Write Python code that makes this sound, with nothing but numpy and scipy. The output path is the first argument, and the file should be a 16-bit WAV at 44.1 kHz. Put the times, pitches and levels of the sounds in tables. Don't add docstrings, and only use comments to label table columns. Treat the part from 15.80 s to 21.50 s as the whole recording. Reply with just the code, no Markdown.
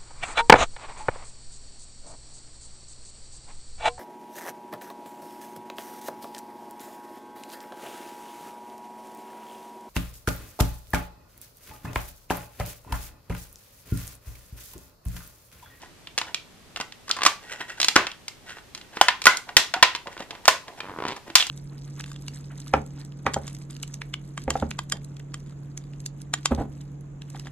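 import sys
import numpy as np
from scipy import signal
from scipy.fft import rfft, irfft
from scipy.io import wavfile
from scipy.ndimage import uniform_filter1d

SR = 44100
rng = np.random.default_rng(int(sys.argv[2]) if len(sys.argv) > 2 else 0)


def output_pcm(signal):
    pcm = np.clip(np.atleast_2d(signal).T, -1, 1) * 32767
    wavfile.write(sys.argv[1], SR, np.round(pcm).astype(np.int16))


N = 251370
TIME = np.arange(N) / SR

# start_s, level_db, edge_db, fizz_db, ping_hz
EDGE_CRACKS = [(0.2717, -9.5, 8.5, -30, 2820), (0.378, 11.5, 0.5, -14, 2740), (0.385, 7, -2.5, -7.5, 2885),
               (0.4143, 6.5, -1.5, -24, 876), (0.5449, 2, 8, -9, 2380), (0.961, 1, 2, -26, 2670),
               (0.971, 3.5, -15, -17, 2680), (1.0005, 5.5, -7.5, -20, 2800), (1.01, 6, -6, -15, 2690),
               (1.1225, -12, 6, -17, 1880), (1.281, -5, -9, -13, 1094), (1.2935, -9, 7.5, 1, 1100),
               (1.3013, 8.5, -21, -25, 1306), (1.312, -4, 19.5, 1, 4280), (1.366, 3, -8.5, -16, 1050),
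               (1.372, -1, -15, -29, 1050), (1.3877, 5, -14, -26, 1090), (1.4085, 2.5, -7, -35, 1090),
               (1.4188, 9.5, -3, -31, 1060), (1.4337, 12.5, -3, -12, 2280), (1.451, 16.5, -6, -12, 2370),
               (1.808, 2.5, -5, -35, 1940), (2.0007, 10.5, -1, -10, 3900), (2.0148, 0, 13.5, 2, 4000),
               (2.0295, 7, 6.5, -8, 4150), (2.0446, 8.5, 3, -4, 4050), (2.0841, 14, 3, -6.5, 4060),
               (2.1578, 18.5, -10, -17, 1566), (2.2682, 8, -2, -23, 2665), (2.3158, -11.5, 8, -16, 2830),
               (2.481, -4.5, 4.5, -3, 2056), (2.9488, -7, 4.5, -7, 4059), (2.9763, -13, 0, -6, 2960),
               (3.013, -14.5, 6, -19, 2940), (3.418, 0, 0, -8, 2336), (3.44, -4, 1, -3, 2336),
               (3.4556, 20, -6.5, -7.5, 1150), (3.5702, -6.5, 6.5, 7, 3770), (4.1499, 7, 1.5, -23.5, 930),
               (4.16, -0.5, -4, -14, 4030), (4.6547, 7, -5, -7.5, 4050), (5.004, 4, -2.5, -33, 2360),
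               (5.282, 2.5, -6.5, -15, 4560), (5.364, -1.5, -12, -14, 4700), (5.582, -1.5, 14, -20, 3380),
               (5.599, 5, 6, -31, 3300), (5.605, 3.5, 14.5, -34, 2600), (5.612, 3, 6, -11, 3380),
               (5.625, 3.5, 8.5, -23, 2760), (5.6677, -1.5, -5, -3, 7100), (5.6985, 10.5, -1, -31, 2750)]
# start_s, level_db, bass_db, edge_db, fizz_db, crack_t60_s,
# first_mode_hz, first_mode_db, second_mode_hz, second_mode_db, modes_t60_s
PANEL_SNAPS = [(1.4623, 23, -9, -3.5, -13.5, 0.035, 1136, -9, 2270, -17.5, 0.022),
               (2.162, 30.5, 0.5, -8, -25, 0.007, 1447, -24.5, 1126, -24.5, 0.05),
               (3.2122, 26, -21.5, -11, -17.5, 0.023, 780, -6, 2873, -6.5, 0.0074),
               (3.2834, 23.5, -20, -4.5, -26.5, 0.031, 1010, -15, 1740, -16.5, 0.018),
               (3.468, 31, -9.5, -5.5, -19.5, 0.023, 1410, -6, 1944, -6, 0.011),
               (3.7672, 25.5, -5.5, 3, -8.5, 0.021, 1850, -8.5, 3143, -11, 0.012),
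               (3.9388, 17.5, -16.5, -8.5, -24.5, 0.022, 953, -16.5, 704, -18, 0.094),
               (3.964, 0, 6, -9, -29, 0.046, 757, -0.5, 880, -9, 0.11),
               (4.0265, 29, -11.5, -0.5, -22, 0.04, 986, -11, 1825, -10, 0.023),
               (4.6795, 29, -13, -6.5, -14.5, 0.036, 1050, -9.5, 665, -10, 0.009),
               (5.554, 24, -24.5, 4, -5.5, 0.019, 3380, -5.5, 985, -23, 0.011)]
# time_s, slips_per_s, level_db, edge_db
FINGERTIP_DRAG = [(5.033, 93, -7, -13), (5.106, 99, -1.5, -19), (5.15, 82.4, -8, -31),
                  (5.185, 80, 4.5, -18.5), (5.21, 41, 6.5, -15), (5.228, 66, 6.5, -12), (5.26, 74, 4, -8),
                  (5.326, 141, 2.5, -3), (5.339, 120, -18, 0), (5.384, 170, -14, -2)]
# start_s, level_db, bass_db, edge_db
SHELL_TAPS = [(1.001, 7.5, 2, -20), (1.804, -2, 10, -11), (2.6936, -4.5, -3, -3.5), (2.711, -11, -2, -3),
              (2.77, -4.5, 3, -16), (2.7843, -6.5, -20, -9.5), (3.17, 8.5, 2, -10), (3.6902, 5.5, -20, -12),
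              (4.2711, 2.5, 1.5, -9), (4.3671, 0.5, -2, -20), (4.377, -6, 0, -2.5), (4.4036, -3, 13, -2),
              (4.424, -12, 16, 1), (4.5073, -1.5, 3.5, 1.5), (4.551, -5, -1, -7), (4.8808, -4.5, 0, -4.5),
              (5.478, -9, 13, -9), (5.5008, -1.5, 8, -6.5)]
# peak_s, die_away_t60_s, scrape_db, grip_db
GRIP_SHIFTS = [(0.028, 0.15, -40, -44), (0.47, 0.21, -42, -41.5), (1.285, 0.71, -41.5, -46),
               (1.631, 0.46, -45.5, -50), (1.695, 0.14, -38, -48), (1.727, 0.16, -33, -41.5),
               (1.809, 0.12, -31.5, -39), (1.901, 0.14, -32, -37.5), (1.985, 0.22, -38, -42),
               (2.298, 0.084, -34.5, -60), (2.675, 0.13, -41.5, -46), (2.706, 0.15, -35, -58),
               (2.774, 0.068, -42, -62), (2.972, 0.73, -53, -55.5), (3.135, 0.6, -42, -52),
               (3.692, 0.08, -42, -33), (4.278, 0.043, -44, -26.5), (4.329, 0.14, -42.5, -45.5),
               (4.405, 0.12, -35.5, -36), (4.508, 0.9, -51, -46), (4.881, 0.4, -47.5, -40),
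               (4.989, .16, -44, -45), (5.376, 0.16, -56, -45), (5.48, 0.13, -48, -38.5)]
# freq_hz, gain_db
SHELL_COLOUR = [(40, -11), (120, -9.5), (330, 0), (520, -2), (760, -1.5), (1020, -1), (1300, 0),
                (2200, 1.5), (3500, 3.5), (5000, 7.5), (7000, 6), (9000, 0.5), (11000, -9.5),
                (14000, -15.5)]
# freq_hz, gain_db
KNOCK_COLOUR = [(47, -39), (80, -5.5), (327, -2.5), (445, 3), (662, -5.5), (1000, 5), (1300, -4.5),
                (1700, -23), (3430, -37), (6000, -41), (7800, -73), (13200, -120)]
# freq_hz, gain_db
PACK_RESONANCES = [(325, -11.5), (658, -16.5), (830, -18.5), (1025, -2), (1185, -19.5), (1334, -15.5),
                   (1463, -3.5), (1757, -12.5), (1957, -16.5), (2111, -14.5), (2750, -11), (3442, -6.5),
                   (4046, -6)]
# freq_hz, relative_db
SCRAPE_COLOUR = [(410, -56), (700, -30), (1280, -16), (1450, 4), (1910, -3.5), (2300, -5.5), (3070, -2),
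                 (4880, -14), (7960, -8), (14000, -64)]
# freq_hz, width_hz, relative_db
SQUEAK_RESONANCES = [(1580, 620, -3.5), (1910, 43, 12.5), (2690, 170, -1), (3990, 200, -11),
                     (5220, 220, -7), (8500, 160, -29)]
# freq_hz, relative_db
GRIP_COLOUR = [(41, -53), (70, -34), (337, 15), (759, 19), (923, 21), (1110, 8), (1220, 13.5), (1350, -23),
               (1600, -42), (2080, -36.5), (3520, -120)]
# centre_hz, t60_s, level_db
ROOM_BANDS = [(100.4, 0.25, -8.5), (400, 0.27, -8.5), (1094, 0.27, -6), (2670, 0.26, -7), (4600, 0.28, -12),
              (9400, 0.24, -9.5), (11600, 0.25, -4.5)]
# freq_hz, relative_db
ROOM_TONE_COLOUR = [(12, -48), (20, -4), (112, -2), (294, -5.5), (431, -7), (494, -10.5), (536, -10.5),
                    (1060, -12.5), (1160, -13.5), (1330, -15), (1650, -15), (3650, -16.5), (6680, -21),
                    (14000, -28.5)]

BASS_HZ, BODY_LOW_HZ, BODY_HIGH_HZ, EDGE_HZ, FIZZ_HZ = 350, 807, 1510, 3405, 8600
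CRACK_BASS_DB, CRACK_T60_S, HALVING_EDGE_DB = -7.5, 0.023, 31
RING_SHARE = 0.36
SLIP_T60_S = 0.017
PACK_WIDTH_HZ = 26.4
RUB_ATTACK_S = 0.032
ROOM_TONE_DB = -51.5
PORTS_ALIKE_HZ = 2330
PORT_LAG = 3
TOP_HZ = 14400


def cut_edge(ping_db=-13, ping_share=0.69, tick_share=0.68):
    out = np.zeros(N)
    for start_s, level_db, edge_db, fizz_db, ping_hz in EDGE_CRACKS:
        t60 = CRACK_T60_S * 2 ** (-edge_db / HALVING_EDGE_DB)
        tilt_db = along([(BODY_HIGH_HZ, 0), (EDGE_HZ, edge_db)], ping_hz)
        ping = undb(ping_db + tilt_db) * mode(ping_hz, ping_share * t60)
        burst = crack(CRACK_BASS_DB, edge_db, fizz_db, t60, tick_t60=tick_share * t60)
        add(out, start_s, undb(level_db) * (burst + ping))
    return out


def panels(bright_db=2, settle_db=-24, size=4096):
    out = np.zeros((2, N))
    for start_s, level_db, bass_db, edge_db, fizz_db, t60, hz1, db1, hz2, db2, ring_t60 in PANEL_SNAPS:
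        ring = undb(db1) * mode(hz1, ring_t60) + undb(db2) * mode(hz2, ring_t60)
        snap = crack(bass_db, edge_db, fizz_db + bright_db, t60, tick_db=-1.5, tick_t60=0.022)
        direct = snap + undb(settle_db) * settling(edge_db, fizz_db) + ring
        smooth_snap = irfft(causal(timbre(bass_db, edge_db, fizz_db + bright_db, size), size), size)
        around = smooth_snap + RING_SHARE * ring
        add(out, start_s, undb(level_db) * at_ports(direct, around, wet_db=-0.5))
    return out


def settling(edge_db, fizz_db, rate=170, t60=0.2, grain_t60=0.016, size=4096):
    t = np.arange(size) / SR
    hits = (rng.random(size) < rate / SR) * rng.standard_normal(size) * fade(t, t60)
    grain = crack(CRACK_BASS_DB, edge_db, fizz_db, grain_t60, tick_t60=grain_t60)
    return signal.fftconvolve(hits, grain)[:size]


def crack(bass_db, edge_db, fizz_db, t60, tick_db=-5, tick_t60=0.017, damping_hz=7500, size=4096):
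    t = np.arange(size) / SR
    tick, waves = rng.standard_normal((2, size))
    waves = signal.sosfilt(signal.butter(2, damping_hz, fs=SR, output="sos"), waves)
    tick = undb(tick_db) * unit(tick * fade(t, tick_t60))
    burst = rfft(unit(tick + unit(waves * fade(t, t60))))
    uneven_db = 10 * np.log10(uniform_filter1d(np.abs(burst) ** 2, size=50))
    tone_db = timbre(bass_db, edge_db, fizz_db, size) - uneven_db
    return irfft(burst * causal(tone_db, size), size)


def timbre(bass_db, edge_db, fizz_db, size):
    tone = [(BASS_HZ, bass_db), (BODY_LOW_HZ, 0), (BODY_HIGH_HZ, 0), (EDGE_HZ, edge_db), (FIZZ_HZ, fizz_db)]
    return along(tone, bins(size)) + along(SHELL_COLOUR, bins(size))


def mode(hz, t60, rise_s=0.003, stiffen=0.26, relax_s=0.00099, size=4096):
    t = np.arange(size) / SR
    pitch_hz = hz * (1 + stiffen * np.exp(-t / relax_s))
    phase = 2 * np.pi * np.cumsum(pitch_hz) / SR
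    return unit(np.sin(phase) * fade(t, t60) * (1 - np.exp(-t / rise_s)))


def pack(x, plain_db=-1.0):
    out = undb(plain_db) * x
    for hz, db in PACK_RESONANCES:
        out = out + undb(db) * resonate(x, hz, PACK_WIDTH_HZ)
    return out


def fingertip(jitter_s=0.00017, scatter_db=2.1, rasp_db=-3, size=4096):
    out = np.zeros(N)
    times, rate, level_db, edge_db = np.transpose(FINGERTIP_DRAG)
    knock = irfft(causal(along(KNOCK_COLOUR, bins(size)), size), size)
    t = np.linspace(times[0], times[-1], num=size)
    slips_so_far = np.cumsum(np.interp(t, times, rate)) * (t[1] - t[0])
    for k in range(int(np.ceil(slips_so_far[-1]))):
        late, strength = rng.standard_normal(2)
        s = np.interp(k, slips_so_far, t) + jitter_s * late
        edge = np.interp(s, times, edge_db)
        rasp = crack(bass_db=4.5, edge_db=edge, fizz_db=edge - 27, t60=SLIP_T60_S)
        slip_db = np.interp(s, times, level_db) + scatter_db * strength
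        add(out, s, undb(slip_db) * (knock + undb(rasp_db) * rasp))
    return out


def taps(fizz_db=-23, t60=0.026):
    out = np.zeros(N)
    for start_s, level_db, bass_db, edge_db in SHELL_TAPS:
        add(out, start_s, undb(level_db) * crack(bass_db, edge_db, edge_db + fizz_db, t60))
    return out


def hands(scrape_gain_db=-6, squeak_db=-2, grip_gain_db=-2, crinkle_db=-4):
    slips = friction(rate=360, spread_db=3.0, grain_t60=0.025)
    squeak = sum(undb(db) * resonate(slips, hz, width) for hz, width, db in SQUEAK_RESONANCES)
    crinkle = colour(friction(rate=110, spread_db=7, grain_t60=0.0127), SHELL_COLOUR)
    scrape = colour(slips, SCRAPE_COLOUR) + undb(squeak_db) * squeak / squeak.std() + undb(crinkle_db) * crinkle
    grip = colour(friction(rate=240, spread_db=2.5, grain_t60=0.065), GRIP_COLOUR)
    out = np.zeros(N)
    for peak_s, t60, scrape_db, grip_db in GRIP_SHIFTS:
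        rustle = scrape * undb(scrape_db + scrape_gain_db) + grip * undb(grip_db + grip_gain_db)
        out += rub(peak_s, t60) * rustle
    return out


def rub(peak_s, t60):
    swell = np.clip(1 + (TIME - peak_s) / RUB_ATTACK_S, 0, 1) ** 2
    return swell * fade(np.maximum(TIME - peak_s, 0), t60)


def friction(rate, spread_db, grain_t60):
    sizes = undb(spread_db * np.minimum(rng.exponential(size=N), 4))
    slips = (rng.random(N) < rate / SR) * sizes
    power = signal.fftconvolve(slips ** 2, fade(TIME[:2048], grain_t60) ** 2)[:N]
    return np.sqrt(np.abs(power)) * rng.standard_normal(N)


def at_ports(direct, around, wet_db, left_db=-1.0, scatter_db=0.0):
    out = undb(wet_db) * signal.fftconvolve(around[None], room(), axes=1)
    out[0, :len(direct)] += undb(left_db) * direct
    out[1, PORT_LAG:PORT_LAG + len(direct)] += direct
    treble = signal.butter(2, [4800, 8500], "band", fs=SR, output="sos")
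    own = signal.sosfilt(treble, direct) * rng.standard_normal((2, len(direct)))
    out[:, :len(direct)] += undb(scatter_db) * signal.sosfilt(treble, own)
    return out


def room(first_s=0.0046, build_s=0.002, size=16384):
    t = np.arange(size) / SR
    noise = rfft(diffuse(size, likeness=0.98))
    onset = np.clip((t - first_s) / build_s, 0, 1)
    centres = [row[0] for row in ROOM_BANDS]
    tail = np.zeros((2, size))
    for share, (_, t60, db) in zip(np.eye(len(ROOM_BANDS)), ROOM_BANDS):
        band = irfft(noise * along(list(zip(centres, share)), bins(size)), size)
        tail += undb(db) * band * unit(onset * fade(t, t60))
    return tail


def room_tone():
    return undb(ROOM_TONE_DB) * colour(diffuse(N, likeness=0.42), ROOM_TONE_COLOUR)


def diffuse(size, likeness):
    alike = np.clip(likeness, 0, 1) / (1 + (bins(size) / PORTS_ALIKE_HZ) ** 2)
    mid, side = rfft(rng.standard_normal((2, size))) * np.sqrt([1 + alike, 1 - alike])
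    return irfft(np.array([mid + side, mid - side]), size) / np.sqrt(2)


def resonate(x, hz, width_hz):
    return signal.lfilter(*signal.iirpeak(hz, hz / width_hz, fs=SR), x)


def causal(db, size):
    cepstrum = irfft(np.log(undb(db)), size)
    cepstrum[1:size // 2] *= 2
    cepstrum[size // 2 + 1:] = 0
    return np.exp(rfft(cepstrum))


def colour(x, points):
    y = irfft(rfft(x) * undb(along(points, bins(N))), N)
    return y / y.std()


def fade(t, t60):
    return np.exp(-np.log(1000) * t / max(t60, 1e-3))


def add(track, s, sound):
    i = int(np.clip(s * SR, 0, N - 1))
    track[..., i:i + sound.shape[-1]] += sound[..., :N - i]


def along(points, hz):
    f, value = np.transpose(points)
    return np.interp(np.log(np.maximum(hz, 1)), np.log(f), value)


def bins(size):
    return np.fft.rfftfreq(size, 1 / SR)


def undb(db):
    return 10 ** (np.asarray(db) / 20)


def unit(x):
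    return x / np.sqrt(np.sum(x ** 2))


def scene():
    small = pack(cut_edge() + taps() + hands())
    creak = fingertip()
    near = at_ports(small, small, wet_db=-1) + at_ports(creak, creak, wet_db=-1.5)
    return near[:, :N] + pack(panels()) + room_tone()


def record(dry, lopsided=0.078):
    bent = dry + lopsided * np.tanh(dry ** 2) ** 2
    clipped = np.clip(bent, -1, 1)
    return signal.sosfilt(signal.ellip(8, 0.2, 60, TOP_HZ, fs=SR, output="sos"), clipped)


dry = scene()
out = record(dry)
output_pcm(out)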